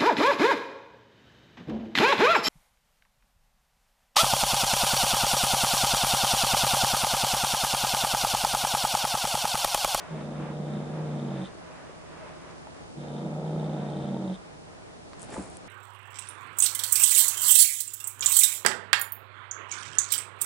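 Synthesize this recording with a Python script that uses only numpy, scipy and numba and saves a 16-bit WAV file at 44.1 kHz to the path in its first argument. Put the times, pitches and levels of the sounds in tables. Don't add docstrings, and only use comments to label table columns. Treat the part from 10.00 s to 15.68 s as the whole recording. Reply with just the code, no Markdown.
import sys
import numpy as np
from scipy import signal
from scipy.fft import rfft, irfft
from scipy.io import wavfile
from scipy.ndimage import uniform_filter1d
from numba import njit

SR = 44100
rng = np.random.default_rng(int(sys.argv[2]) if len(sys.argv) > 2 else 0)


def generate_wav(signal):
    frames = np.transpose(np.atleast_2d(signal))
    scaled = np.clip(frames, -1, 1) * 32767
    pcm = np.round(scaled).astype(np.int16)
    wavfile.write(sys.argv[1], SR, pcm)


def linear_from_db(decibels):
    return 10 ** (np.asarray(decibels, float) / 20)


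N = 250488


def unit(x):
    return x / np.sqrt(np.mean(x ** 2))


def noise():
    return rng.standard_normal(N)


def log_curve(points, **outside):
    hz = np.arange(N // 2 + 1) * SR / N + 1
    f, db = np.transpose(points)
    return linear_from_db(np.interp(np.log(hz), np.log(f), db, **outside))


def colour(x, points):
    spectrum = rfft(x)
    own = np.sqrt(uniform_filter1d(abs(spectrum) ** 2, size=1500))
    return unit(irfft(spectrum / own * log_curve(points, left=-90, right=-90), N))


def ring(x, hz, width):
    b, a = signal.iirpeak(min(hz, 11000), max(hz / width, .3), fs=SR)
    return signal.lfilter(b, a, x)


def ring_twice(x, hz, width):
    return ring(ring(x, hz, width), hz, width)


def walk(rate):
    k = int(SR / rate)
    held = np.repeat(rng.standard_normal(N // k + 1), k)
    return unit(uniform_filter1d(uniform_filter1d(held, k), k)[:N])


def envelope(start, length, db, rise, sag, fall):
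    t = np.arange(N)[:, None] / SR - start
    shape = db + rise * np.minimum(t, 0) - sag * np.clip(t, 0, length) - fall * np.maximum(t - length, 0)
    return np.sqrt((linear_from_db(shape) ** 2).sum(axis=1))


# frequency in Hz, difference over sum in dB.
WIDENING = [(12, 4), (120, 1), (240, 5), (650, 1.5), (1600, 3.5), (2500, 6), (5000, 2.5), (22000, -0.5)]


def wide(points):
    mid, side = colour(noise(), points), colour(noise(), points)
    return mid, irfft(rfft(side) * log_curve(WIDENING), N) * np.array([[1], [-1]])


# frequency in Hz, density in dB per Hz.
AIR_COLOUR = [(12, -48), (20, -18.5), (76, -2), (132, -5), (168, 1), (191, -6), (340, -4.5), (546, -8),
              (810, -8.5), (1080, -22.5), (1300, -31.5), (4820, -24.5), (10600, -31), (13800, -104),
              (22000, -120)]
# frequency in Hz, density in dB per Hz.
RUSH_COLOUR = [(250, -33), (450, -5.5), (560, -7), (630, 3.5), (720, -9), (1000, -3.5), (1600, -9),
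               (2600, -17), (4000, -26.5)]
# start in seconds, length in seconds, level in dB.
RUSH_SWELLS = [
    (-.1, 0.32, -54.5),
    (0.393, .12, -56),
    (.7, 0.45, -58.5),
    (1.315, 0.17, -56),
    (1.72, 0.18, -58),
    (2.124, 0.4, -58),
    (3.7, 0.64, -62.5),
]


def house():
    swell = envelope(*np.transpose(RUSH_SWELLS), rise=61, sag=4, fall=168)
    air = linear_from_db(-51 + .4 * walk(3)) * sum(wide(AIR_COLOUR))
    mid, side = wide(RUSH_COLOUR)
    steady = linear_from_db(-64)
    rush = np.hypot(steady, swell) * mid + np.hypot(steady, linear_from_db(-11) * swell) * side
    ears = linear_from_db(np.array([[-.3], [.3]]))
    return (air + linear_from_db(8 + walk(12)) * rush) * ears


# time in seconds, rate of the lowest tissue in Hz, effort in dB,
# air through the nose in dB.
GROWLS = [
    [(0.115, 160.9, -33.5, -60), (0.2, 148.6, -38, -58.5), (0.53, 150.2, -35.5, -59),
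     (0.75, 148.6, -32, -54), (0.86, 149.6, -37, -59), (0.97, 155.3, -32.5, -61), (1.1, 150.5, -32, -56),
     (1.3, 141, -34, -56), (1.435, 134.1, -32.5, -50.5)],
    [(2.98, 146.7, -41, -64), (3.19, 146.8, -37.5, -55), (3.3, 151, -37, -60), (3.52, 157.2, -32, -59),
     (3.63, 154.8, -32, -54.5), (3.74, 151.9, -34, -55.5), (3.96, 145.8, -35, -54.5),
     (4.18, 137.7, -33, -56.5), (4.325, 134.6, -30.5, -56.5)],
]
ATTACK_DB_PER_S, RELEASE_DB_PER_S = 598, 537
MIDDLE_ABOVE_HZ, MIDDLE_SAG_HZ, HIGH_ABOVE_HZ = 62, 5, 89.5
SLACK_HZ, SLACK_PULL = 146.1, .5
MIDDLE_DB, HANDOVER_DB_PER_HZ, HIGH_DB, HIGH_GAIN_DB_PER_HZ = -11, 2.02, -12.5, 0.7
TAUT_HZ, TAUT_DB_PER_HZ, HIGH_STOPS_S = 151, 3, 0.15
RASP_DB, RASP_FOLLOWS, RASP_ARCH_DB = [-42, -41], 0.25, [0, 2.5]
RASP_BUILD_S, RASP_BUILD_DB = [0.014, 0.15], -5.5
SNORT_DB, SNORT_S, SNORT_LATE_S = [-44, -44], 0.022, 0.029


def throat():
    t, rows = np.arange(N) / SR, np.vstack(GROWLS)
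    start, end = np.array([(g[0][0], g[-1][0]) for g in GROWLS]).T
    which = (t > (end[0] + start[1]) / 2) * 1
    since, after = t - start[which], t - end[which]
    progress = np.clip(since / (end - start)[which], 0, 1)
    gate_db = ATTACK_DB_PER_S * np.minimum(since, 0) - RELEASE_DB_PER_S * np.maximum(after, 0)
    gate_db = np.maximum(gate_db, -120)
    low, effort, nose_db = (np.interp(t, rows[:, 0], column) for column in rows.T[1:])
    slack = np.maximum(SLACK_HZ - low, 0)
    middle_hz = low + MIDDLE_ABOVE_HZ - MIDDLE_SAG_HZ * progress - SLACK_PULL * slack
    hz = np.array([low, middle_hz, low + HIGH_ABOVE_HZ])
    middle = MIDDLE_DB + HANDOVER_DB_PER_HZ * slack + 3 * walk(9)
    low_db = effort + gate_db - 10 * np.log10(1 + linear_from_db(middle) ** 2)
    high_db = effort + gate_db + HIGH_DB + 5 * np.exp(-progress / 0.086)
    high_db = high_db + HIGH_GAIN_DB_PER_HZ * slack + 2 * walk(12)
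    high_db = high_db - TAUT_DB_PER_HZ * np.maximum(low - TAUT_HZ, 0)
    high_db = high_db - 160 * np.clip(after + HIGH_STOPS_S, 0, .3)
    rasp_db = np.take(RASP_DB, which) + RASP_FOLLOWS * (effort - rows[:, 2].mean()) + 1.3 * gate_db
    rasp_db = rasp_db + np.take(RASP_ARCH_DB, which) * np.sin(np.pi * progress)
    rasp_db = rasp_db + RASP_BUILD_DB * np.clip(1 - since / np.take(RASP_BUILD_S, which), 0, 1)
    whistle = linear_from_db(nose_db + 1.7 * walk(5.2) + gate_db)
    snort = envelope(end + SNORT_LATE_S, 0, np.array(SNORT_DB), rise=6 / SNORT_S, sag=0, fall=810)
    return hz, np.array([low_db, low_db + middle, high_db]), linear_from_db(rasp_db), np.hypot(whistle, snort)


# times the low rate, times the middle, times the high, level in dB.
SUM_TONES = [(1, 1, 0, -11), (2, 1, 0, -16), (3, 0, 0, -19), (-1, 0, 2, -12)]


def throat_hum(phase, db):
    hum = np.sqrt(2) * sum(linear_from_db(d + 1.4 * walk(45)) * np.sin(p) for d, p in zip(db, phase))
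    for *times, tone_db in SUM_TONES:
        mean_db = np.abs(times) @ db / np.abs(times).sum()
        gain = linear_from_db(mean_db + tone_db + 2.5 * walk(25))
        hum = hum - np.sqrt(2) * gain * np.cos(np.array(times) @ (phase + np.pi / 2))
    return hum


def throat_slaps(swing, db):
    share = linear_from_db(db / 3) / np.sqrt(linear_from_db(db / 1.5).sum(axis=0))
    closing = (share * np.exp(-5 * (1 + swing))).sum(axis=0)
    contact = np.maximum(.3 - (share * swing).sum(axis=0), 0)
    return contact ** 1.2 + .45 * closing


# frequency in Hz, density in dB per Hz.
THROAT_COLOUR = [(150, -34), (255, -4.5), (271, -0.5), (306, -9), (360, -10), (399, -7), (450, -1.5),
                 (583, 2), (647, -6), (860, -6.5), (1080, -24), (1300, -20), (2000, -52), (2600, -64),
                 (4400, -120)]


def throat_rasp(slap):
    rasp = colour(-slap * (1 + .2 * walk(1200)) + .08 * walk(1200), THROAT_COLOUR)
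    return unit(rasp / (.15 + uniform_filter1d(rasp ** 2, size=700)) ** .3)


# frequency
# in Hz, width in Hz, level against the rasp in dB.
LOW_RINGS = [(89, 30, -18.5), (184.2, 46, -0.5), (310.4, 36, -5)]


def low_rings(slap):
    shake = slap * noise()
    return sum(linear_from_db(db) * unit(ring_twice(shake, hz, width)) for hz, width, db in LOW_RINGS)


# frequency in Hz, width in Hz, level in dB.
NOSE = [(3565, 468, 7.5), (3230, 280, 3.5), (5200, 860, -15), (8570, 860, -10.5)]


def nose_whistle(slap):
    puffs = (.2 + slap ** 1.2) * linear_from_db(1.2 * walk(40)) * noise()
    return unit(sum(linear_from_db(db) * ring_twice(puffs, hz, width) for hz, width, db in NOSE))


def growl():
    hz, db, rasp_gain, whistle_gain = throat()
    phase = np.cumsum(2 * np.pi * hz / SR, axis=1) + [.12 * walk(90) for _ in hz]
    slap = throat_slaps(np.sin(phase), db)
    voice = throat_hum(phase, db) + rasp_gain * (throat_rasp(slap) + low_rings(slap))
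    return voice + linear_from_db(-4) * whistle_gain * nose_whistle(slap)


def taps(events):
    out, t = np.zeros(N), np.arange(4000) / SR
    for s, db, hz, t60, width in events:
        blow = 0.41 * min(width, 1) * rng.standard_normal(len(t)) * linear_from_db(-60 * t / t60)
        blow[0] = 3
        blow = ring(ring(blow, hz, width * hz), hz, 3 * width * hz)
        i = int(s * SR)
        out[i:i + len(t)] += (linear_from_db(db) * blow / abs(blow).max())[:N - i]
    return out


# start in seconds, peak in dB, frequency in Hz, t60 in seconds,
# width over frequency.
TICKS = [
    (1.55, -39, 400, 0.039, 0.27),
    (1.895, -34.5, 465, .05, 0.37),
    (2.671, -33, 810, .015, 0.36),
    (2.747, -43, 1799, .005, 0.82),
    (5.133, -33, 1180, 0.026, 0.53),
    (5.133, -48, 2600, .006, 1.1),
    (5.343, -31.5, 1600, 0.0066, 0.41),
    (5.569, -38, 2960, 0.008, 1.1),
]
PRICKS = [
    (2.511, -44, 5000, .01, .3),
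    (2.582, -47, 4800, .014, .2),
    (2.671, -44, 5500, .005, .6),
    (2.775, -49, 4800, .008, .3),
    (4.331, -43, 3400, .03, .15),
    (4.342, -44, 3700, .03, .12),
    (5.133, -41, 3900, .008, .3),
]
KNOCKS = [
    (5.359, -31, 543, 0.045, 0.22),
    (5.366, -28.5, 880, 0.033, 0.16),
    (5.379, -24.5, 344, 0.044, 0.46),
    (5.38, -32.5, 189, 0.11, 0.1),
    (5.393, -32, 293, 0.05, 0.12),
    (5.37, -42.5, 74.6, .3, 0.47),
]


def claws_and_knock():
    return taps(TICKS + PRICKS + KNOCKS)


# start in seconds, length in seconds, scrape on the mat in dB, claws in dB,
# foil in dB.
MOVES = [
    (5.208, 0.034, -59, -57, -54.5),
    (5.237, .04, -49, -61, -60),
    (5.307, 0.033, -49, -49, -56),
    (5.339, .045, -40, -55, -49),
    (5.4, 0.08, -44, -55, -52),
    (5.513, 0.055, -53.5, -63, -58),
    (5.677, .05, -49, -57, -63),
]
# frequency in Hz, density in dB per Hz.
SCRAPE_COLOUR = [(59, -40.5), (100, -2.5), (785, -3), (863, -4.5), (1070, -9), (1190, -8), (2500, -20.5),
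                 (3250, -49), (5500, -120)]
# frequency in Hz, density in dB per Hz.
CRINKLE_COLOUR = [(3000, -30), (4000, -9), (6200, -7), (7000, -1), (8400, 0), (10000, -1), (10600, -12),
                  (11500, -50)]
# start in seconds, peak in dB, frequency in Hz.
SNAPS = [(5.1956, -48, 6760), (5.1956, -32, 7800), (5.2044, -34, 8910), (5.219, -21, 8950),
         (5.2298, -21, 8550), (5.2384, -36, 9200), (5.2464, -34, 10000), (5.3043, -29, 10100),
         (5.333, -35, 7720), (5.3428, -42, 8240), (5.5004, -29, 10000), (5.5528, -38, 8500),
         (5.57, -22.5, 9853)]


def jerk():
    s, length, scrape_db, claws_db, foil_db = np.transpose(MOVES)
    grains = noise() * linear_from_db(1.5 * walk(250))
    scrape = envelope(s, length, scrape_db, rise=300, sag=63, fall=202) * colour(grains, SCRAPE_COLOUR)
    claws = envelope(s, length, claws_db - 5.5, rise=300, sag=63, fall=202)
    claws = claws * unit(ring_twice(grains, 3300, 3800))
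    crinkle = colour(noise() * linear_from_db(2 * walk(460)), CRINKLE_COLOUR)
    crinkle = envelope(s, length, foil_db, rise=602, sag=63, fall=602) * crinkle
    snaps = taps([(s, db - 4, hz, .005, .25) for s, db, hz in SNAPS])
    return scrape + claws + crinkle + snaps


@njit
def walls(x, lags, gain, damp):
    line, soft, out = np.zeros((8, 4096)), np.zeros(8), np.zeros((2, len(x)))
    for i in range(len(x)):
        total = 0.
        for k in range(8):
            soft[k] += (1 - damp) * (gain[k] * line[k, (i - lags[k]) & 4095] - soft[k])
            total += soft[k]
            out[k % 2, i] += soft[k]
        for k in range(8):
            line[k, i & 4095] = x[i] + soft[k] - total / 4
    return out


def small_room(near):
    t60_s, room_db, side_db = .22, -17.5, -3.5
    lags = np.array([431, 557, 673, 811, 947, 1123, 1301, 1487])
    left, right = walls(near + 1e-18, lags, linear_from_db(-60 * lags / SR / t60_s), .35)
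    return linear_from_db(room_db) * (left + right) / 2, linear_from_db(room_db + side_db) * (left - right) / 2


def scene():
    near = growl() + jerk() + claws_and_knock()
    mid, side = small_room(near)
    high_pass = signal.butter(2, 220, "high", fs=SR, output="sos")
    side = signal.sosfilt(high_pass, side + linear_from_db(-8) * jerk())
    ears = linear_from_db(np.array([[-1.4], [-.5]]))
    return ears * near + np.array([mid + side, mid - side]) + house()


def roll_off(x):
    return signal.sosfilt(signal.butter(12, 11420, fs=SR, output="sos"), x)


def record(dry):
    top = signal.ellip(10, .2, 85, 10230, fs=SR, output="sos")
    mix = signal.sosfilt(top, dry)
    return roll_off(mix)


dry = scene()
out = record(dry)
generate_wav(out)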